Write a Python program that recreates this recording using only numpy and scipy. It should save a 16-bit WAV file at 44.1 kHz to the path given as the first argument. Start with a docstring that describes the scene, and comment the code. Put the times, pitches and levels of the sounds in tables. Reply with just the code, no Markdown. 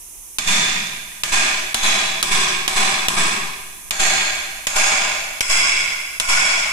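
"""Hammering a tyre lever

Ten hammer blows drive a steel lever between a tractor tyre and its rim in a large, hard-walled shed.
Each blow cracks, the tyre shudders, and lever and rim ring on in the echo, over a faint hiss of air.
The close microphone overloads: a compressor holds the echo level, a limiter briefly ducks its start."""
import sys
import numpy as np
from scipy import signal
from scipy.fft import rfft, irfft, next_fast_len
from scipy.io import wavfile
from scipy.ndimage import uniform_filter1d, minimum_filter1d

SR = 44100
rng = np.random.default_rng(int(sys.argv[2]) if len(sys.argv) > 2 else 0)


def transcribe(signal):
    """Save signal, clipped to [-1, 1], as a 16-bit WAV file at the path in sys.argv[1]."""
    frames = np.atleast_2d(signal).T
    limited = np.clip(frames, -1, 1)
    pcm = np.round(limited * 32767).astype(np.int16)
    wavfile.write(sys.argv[1], SR, pcm)


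N = 296381

# Each row: start in seconds, strength in dB, lever grip (0 loose, 2 driven home), ring time factor,
# tyre boom in dB, rim clank in dB, lower and upper partial of the struck spot in Hz, their lift in dB.
HAMMER_BLOWS = [(0.3846, 0, 0.7, 0.91, 6, -3.5, 970, 3594, 9.1),
                (1.235, 1, 0.58, 0.79, -0.5, 0, 1646, 7750, 5.3),
                (1.7441, -2.5, 0.64, 0.98, 2, 0.5, 3354, 3910, 8.1),
                (2.2276, -3.5, 0.13, 0.95, 2, -1, 3350, 5870, 4.1),
                (2.6786, -3.5, 0.2, 1, 0.5, 2, 773, 4040, 6),
                (3.0839, -4.5, 0.077, .84, 6.5, 1.5, 1130, 7700, 1.8),
                (3.9083, 0, 1, .99, -3, 1, 1614, 4280, 5.7),
                (4.6694, 2.5, 1.55, 1, -5.5, 3.5, 2600, 6600, 2.6),
                (5.407, 3.5, 2.07, .98, -5, -2, 2640, 7750, 4),
                (6.199, 4, 1.95, 1, -6.5, 1, 1420, 5670, 3.3)]
# Lever and rim resonances. 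Each row: centre in Hz, width in Hz, dB over the body at grip 0, 1 and 2.
STEEL_MODES = [(147.5, 88, 11, 11.5, 15.5), (200, 42.0, 9, 8, 7), (386, 82, 13, 4, 2),
               (629, 98, 1, 6.5, 6.5), (777.4, 49, 9.5, 7, 3), (1016, 90, 14, 4, 8),
               (1094, 88, 16.5, -16, 9.5), (1215, 103, 12, 4.5, 1), (1450, 125, 6.0, 3, 13),
               (1620, 85, 12, 9, 7.5), (1764, 180, 5.5, 2, -31), (1903, 75, 2, 4.5, -12),
               (2231, 310, 5, -7.5, 10), (2270, 93, 6, 4.5, -9), (2476, 92, 8, 5, -18),
               (2552, 45, 2.5, 3.5, 1), (2737, 310, 1.5, -5.5, 4.5), (3364, 155, 4.5, -3, 12.5),
               (3470, 120, 7.5, 8.5, -1), (4390, 220, -17, 5, 2), (5030, 190, 5, 2.5, 15.5),
               (5484, 175, 3, -6, 17), (5890, 46, 9, 7, -2), (6320, 220, 5.5, 7, 6),
               (6610, 260, -6, 8.5, 8), (6870, 180, -15, 3, 6), (7345.0, 180, -4, 12.5, 9),
               (7840, 520, 11, -9, 8.5), (9110, 160, 14.5, -0.5, 8), (9520, 370, -6, 1.5, 8.5)]
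# Dense ring of the whole wheel. Each row: frequency in Hz, relative density in dB.
WHEEL_BODY_DB = [(60.0, -15), (110.0, -23), (250.0, -11), (500.0, -16.5), (700.0, -6.5), (1500.0, -7.5),
                 (2400.0, 0.5), (3000.0, -4.5), (3700.0, -5), (4700.0, -6.5), (7500.0, -5.5),
                 (10000.0, -9.5), (11500.0, -9.5), (14000.0, -22)]
# Seating the lever damps its shank's buzz and feeds the rim's clang.
# Each row: frequency in Hz, gain when loose in dB, change in dB per step of grip.
SEATING_DB = [(510, -.5, -0.5), (1100, 1.5, 0), (2420, -1.5, 1.38), (4030, 3.5, -3), (6400, -.5, 0),
              (10000, 0.06, 0.45)]
# Radiation of each group of modes. Each row: frequency in Hz, left over right in dB.
RADIATION_PAN_DB = [(450, 2.5), (1100, 2.5), (2400, -7), (4000, 2.2), (6800, -10), (9500, 3)]
# Hammer contact. Each row: frequency in Hz, relative density in dB.
CRACK_SPECTRUM_DB = [(60, -4.5), (200, -9), (500, -7), (1100, -5.5), (2000, -3), (3200, 4), (4500, -4),
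                     (6500, -3), (9000, -5.5), (12000, -12.5), (15500, -25)]
# Shed echo. Each row: frequency in Hz, T60 in seconds before the blow's ring time factor.
SHED_T60_S = [(50, 1.38), (130, 1.12), (500, 1.31), (1100, 1.17), (2300, 1.407), (5000, 1.18), (8000, 0.98),
              (11000, 0.69), (15000, 0.19)]
# Echo at the two microphones. Each row: frequency in Hz, correlation from -1 to 1.
ECHO_CORRELATION = [(60, 0.52), (180, 1), (380, 0.87), (700, 0.62), (1400, -0.16), (2600, 0.074),
                    (14000, 0.012)]
# Steady air. Each row: frequency in Hz, relative density in dB.
AIR_SPECTRUM_DB = [(15, -35), (25, 10), (173, -19.5), (349, -16), (567, -22), (1020, -15), (1410, -24.5),
                   (2490, -16.5), (4620, -29.5), (6210, -8.5), (7100, -12.5), (10400, -2.5), (11200, -7),
                   (13900, -12.5), (15500, -21.5)]
# Air at the two microphones. Each row: frequency in Hz, correlation from 0 to 1.
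AIR_CORRELATION = [(60, 0.16), (180, 0.61), (550, 0.91), (1650, 0.099), (4970, 0.041), (15000, 0.038)]
# Air balance. Each row: frequency in Hz, left over right in dB.
AIR_PAN_DB = [(60, -3), (180, -2), (550, -2), (1650, -3), (4970, -17.5), (15000, 6)]


def steel_ring(grip, t60_factor, spot, left_db, level_db=0.5, ripple_db=1.54):
    """Lever and rim ring in the echo; each blow lands differently and favours other narrow partials."""
    echo = shed_echo(t60_factor, left_db)
    hz = np.fft.rfftfreq(echo.shape[1], 1 / SR)
    ripple = unit_rms(uniform_filter1d(rng.standard_normal(len(hz)), size=60))
    partials = unit_rms(gain_of(ripple_db * ripple))
    response = minimum_phase(partials * wheel_gain(hz, grip, spot))
    return gain_of(level_db) * irfft(rfft(echo) * response)


def wheel_gain(hz, grip, spot):
    """Spectrum of the struck wheel: the lever's grip weights the modes, the struck spot colours them."""
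    modes = np.array(STEEL_MODES)
    grip_weights = np.maximum(1 - abs(np.clip(grip, 0, 2) - np.arange(3)), 0)
    mode_power = gain_of(modes[:, 2:] @ grip_weights) ** 2
    power = 1 + resonance(hz, modes[:, 0], modes[:, 1]) @ mode_power
    seating_db = lookup(SEATING_DB, hz) + grip * lookup(SEATING_DB, hz, column=2)
    colour_db = lookup(WHEEL_BODY_DB, hz) + seating_db + spot_colour_db(hz, *spot)
    return unit_rms(np.sqrt(power) * gain_of(colour_db))


def spot_colour_db(hz, boom_db, clank_db, low_hz, high_hz, lift_db):
    """Where the hammer lands sets how much tyre and rim are stirred, and which two partials sing."""
    boom = bell_curve(hz, centre_hz=174, width_octaves=1)
    clank = bell_curve(hz, centre_hz=660, width_octaves=1.12)
    partial_hz = np.array([low_hz, high_hz])
    partials = resonance(hz, partial_hz, width_hz=0.065 * partial_hz).sum(1)
    return boom_db * boom + clank_db * clank + lift_db * partials


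def shed_echo(t60_factor, left_db, build_s=0.0016, flutter_db=1.08, flutter_s=0.0032):
    """Sound scattered by the shed builds up, arrives in uneven clumps and loses its treble first."""
    t, hz = np.arange(2 * SR) / SR, np.fft.rfftfreq(2 * SR, 1 / SR)
    pan_db = lookup(RADIATION_PAN_DB, hz) + left_db
    scatter = irfft(noise_spectra(len(t), lookup(ECHO_CORRELATION, hz), pan_db))
    band_hz, frame_s, frames = signal.stft(scatter, SR, nperseg=256)
    t60_s = t60_factor * lookup(SHED_T60_S, band_hz)[:, None]
    echo = signal.istft(frames * gain_of(-60 * frame_s / t60_s), SR)[1][:, :len(t)]
    flutter = unit_rms(smooth(rng.standard_normal((2, len(t))), flutter_s))
    return echo * gain_of(flutter_db * flutter) * (1 - np.exp(-t / build_s))


def hammer_crack(level_db=8, contact_s=0.00058, reflection_db=-8, reflection_s=0.024, left_lag_s=0.00022):
    """Steel meets steel, slightly to the right: a short burst, then reflections off wheel and floor."""
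    size = 4096
    t, hz = np.arange(size) / SR, np.fft.rfftfreq(size, 1 / SR)
    envelope = np.exp(-(t / contact_s) ** 2) + gain_of(reflection_db) * np.exp(-t / reflection_s)
    burst = irfft(noise_spectra(size, correlation=0.32, pan_db=-1)) * envelope
    delay = np.exp(-2j * np.pi * hz * np.array([[left_lag_s], [0]]))
    response = minimum_phase(unit_rms(gain_of(lookup(CRACK_SPECTRUM_DB, hz))))
    return gain_of(level_db) * irfft(rfft(burst) * delay * response)


def tyre_shudder(level_db=-39, shudder_hz=33, decay_s=0.32):
    """The heavy tyre shudders on its rim after a blow."""
    t = np.arange(3 * SR) / SR
    return gain_of(level_db) * pan_gains(2.2) * np.sin(2 * np.pi * shudder_hz * t) * np.exp(-t / decay_s)


def air(level_db=-40):
    """Low workshop rumble and a thin hiss of escaping air."""
    size = 2 * next_fast_len(N // 2 + 1)
    hz = np.fft.rfftfreq(size, 1 / SR)
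    white = noise_spectra(size, lookup(AIR_CORRELATION, hz), lookup(AIR_PAN_DB, hz))
    sound = irfft(white * gain_of(lookup(AIR_SPECTRUM_DB, hz)))[:, :N]
    return gain_of(level_db) * sound / sound.mean(0).std()


def compressor(x, knee_db=-14.0, sense_s=0.0047, attack_s=0.005):
    """Holds loud sound near the knee; too slow to catch a crack."""
    power = smooth((x ** 2).mean(0), sense_s)
    over_db = 10 * np.log10(1 + power / gain_of(knee_db) ** 2)
    return x * gain_of(-smooth(over_db, attack_s))


def limiter(x, duck_share=0.33, trigger_db=-10, knee_db=1.5, ahead_s=0.009, hold_s=0.077):
    """Looks ahead and ducks by a share of a crack's jump over the sound before it; holds, then lets go."""
    attack_s, release_s = 0.00012, 0.0031
    ahead, hold = round(ahead_s * SR), round(hold_s * SR)
    power = (x ** 2).mean(0)
    level_db = 10 * np.log10(smooth(power, lag_s=0.0015) + 1e-12)
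    power_before = np.r_[np.zeros(ahead), smooth(power, lag_s=0.03)[:-ahead]]
    jump_db = np.maximum(level_db - 10 * np.log10(power_before + 2e-4), 0)
    triggered = np.clip((level_db - trigger_db) / knee_db, 0, 1)
    duck_db = -duck_share * triggered * jump_db
    held_db = minimum_filter1d(duck_db, ahead + hold + 1, origin=(hold - ahead) // 2)
    return x * gain_of(np.minimum(smooth(held_db, attack_s), smooth(held_db, release_s)))


def input_sway(level_db=-15, swing_hz=2.2, rise_s=0.0066, decay_s=0.22, lag_s=0.037):
    """The overloaded input swings back to rest after a blow, below hearing."""
    t = np.arange(SR) / SR
    envelope = np.exp(-t / decay_s) * (1 - np.exp(-t / rise_s))
    return gain_of(level_db) * pan_gains(3.1) * np.sin(2 * np.pi * swing_hz * (t - lag_s)) * envelope


def resonance(hz, centre_hz, width_hz):
    """Power response, 1 at the centre."""
    return 1 / (1 + (2 * (hz[:, None] - centre_hz) / width_hz) ** 2) ** 2


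def bell_curve(hz, centre_hz, width_octaves):
    """Gaussian over log frequency."""
    return np.exp(-(np.log2((hz + 1) / centre_hz) / width_octaves) ** 2)


def minimum_phase(gain):
    """Gives a gain curve the phase of a body that rings only after it is struck."""
    log_gain = np.log(np.maximum(np.r_[gain, gain[-2:0:-1]], 1e-5))
    return np.exp(np.conj(signal.hilbert(log_gain)))[:len(gain)]


def noise_spectra(size, correlation, pan_db):
    """Partly correlated white noise at two microphones."""
    left, other = rfft(rng.standard_normal((2, size)))
    correlation = np.clip(correlation, -1, 1)
    right = correlation * left + np.sqrt(1 - correlation ** 2) * other
    return np.array([left, right]) * pan_gains(pan_db)


def pan_gains(left_db):
    """Stereo gains for a level of left over right."""
    return gain_of(np.array([left_db, -left_db]).reshape(2, -1) / 2)


def gain_of(db):
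    """Decibels to amplitude."""
    return 10 ** (np.asarray(db) / 20)


def unit_rms(x):
    """Scales to rms 1."""
    return x / np.sqrt(np.mean(x ** 2) + 1e-20)


def lookup(table, hz, column=1):
    """Interpolates a column over log frequency."""
    columns = np.transpose(table)
    return np.interp(np.log(hz + 1), np.log(columns[0] + 1), columns[column])


def smooth(x, lag_s):
    """One-pole lag."""
    pole = np.exp(-1 / (lag_s * SR))
    return signal.lfilter([1 - pole], [1, -pole], x)


def add(mix, start_s, sound):
    """Mixes in a stereo sound."""
    part = mix[:, round(start_s * SR):][:, :sound.shape[1]]
    part += sound[:, :part.shape[1]]


def scene(drift_db_per_s=0.5):
    """Ten blows over steady air; each rings further left as the microphone moves round the wheel."""
    mix = air()
    for start_s, strength_db, grip, t60_factor, *spot in HAMMER_BLOWS:
        left_db = drift_db_per_s * start_s
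        add(mix, start_s, gain_of(strength_db) * steel_ring(grip, t60_factor, spot, left_db))
        add(mix, start_s, gain_of(strength_db) * tyre_shudder())
        add(mix, start_s, gain_of(strength_db / 2) * hammer_crack())
    return mix


def record(dry, ceiling_db=2, cutoff_hz=15600):
    """Compressor, soft clip, input sway, limiter, low-pass."""
    ceiling = gain_of(ceiling_db)
    clipped = ceiling * np.tanh(compressor(dry) / ceiling)
    for start_s, *_ in HAMMER_BLOWS:
        add(clipped, start_s, input_sway())
    low_pass = signal.firwin(255, cutoff_hz, window=("kaiser", 9), fs=SR)
    return signal.oaconvolve(limiter(clipped), low_pass[None], "same")


dry = scene()
out = record(dry)
transcribe(out)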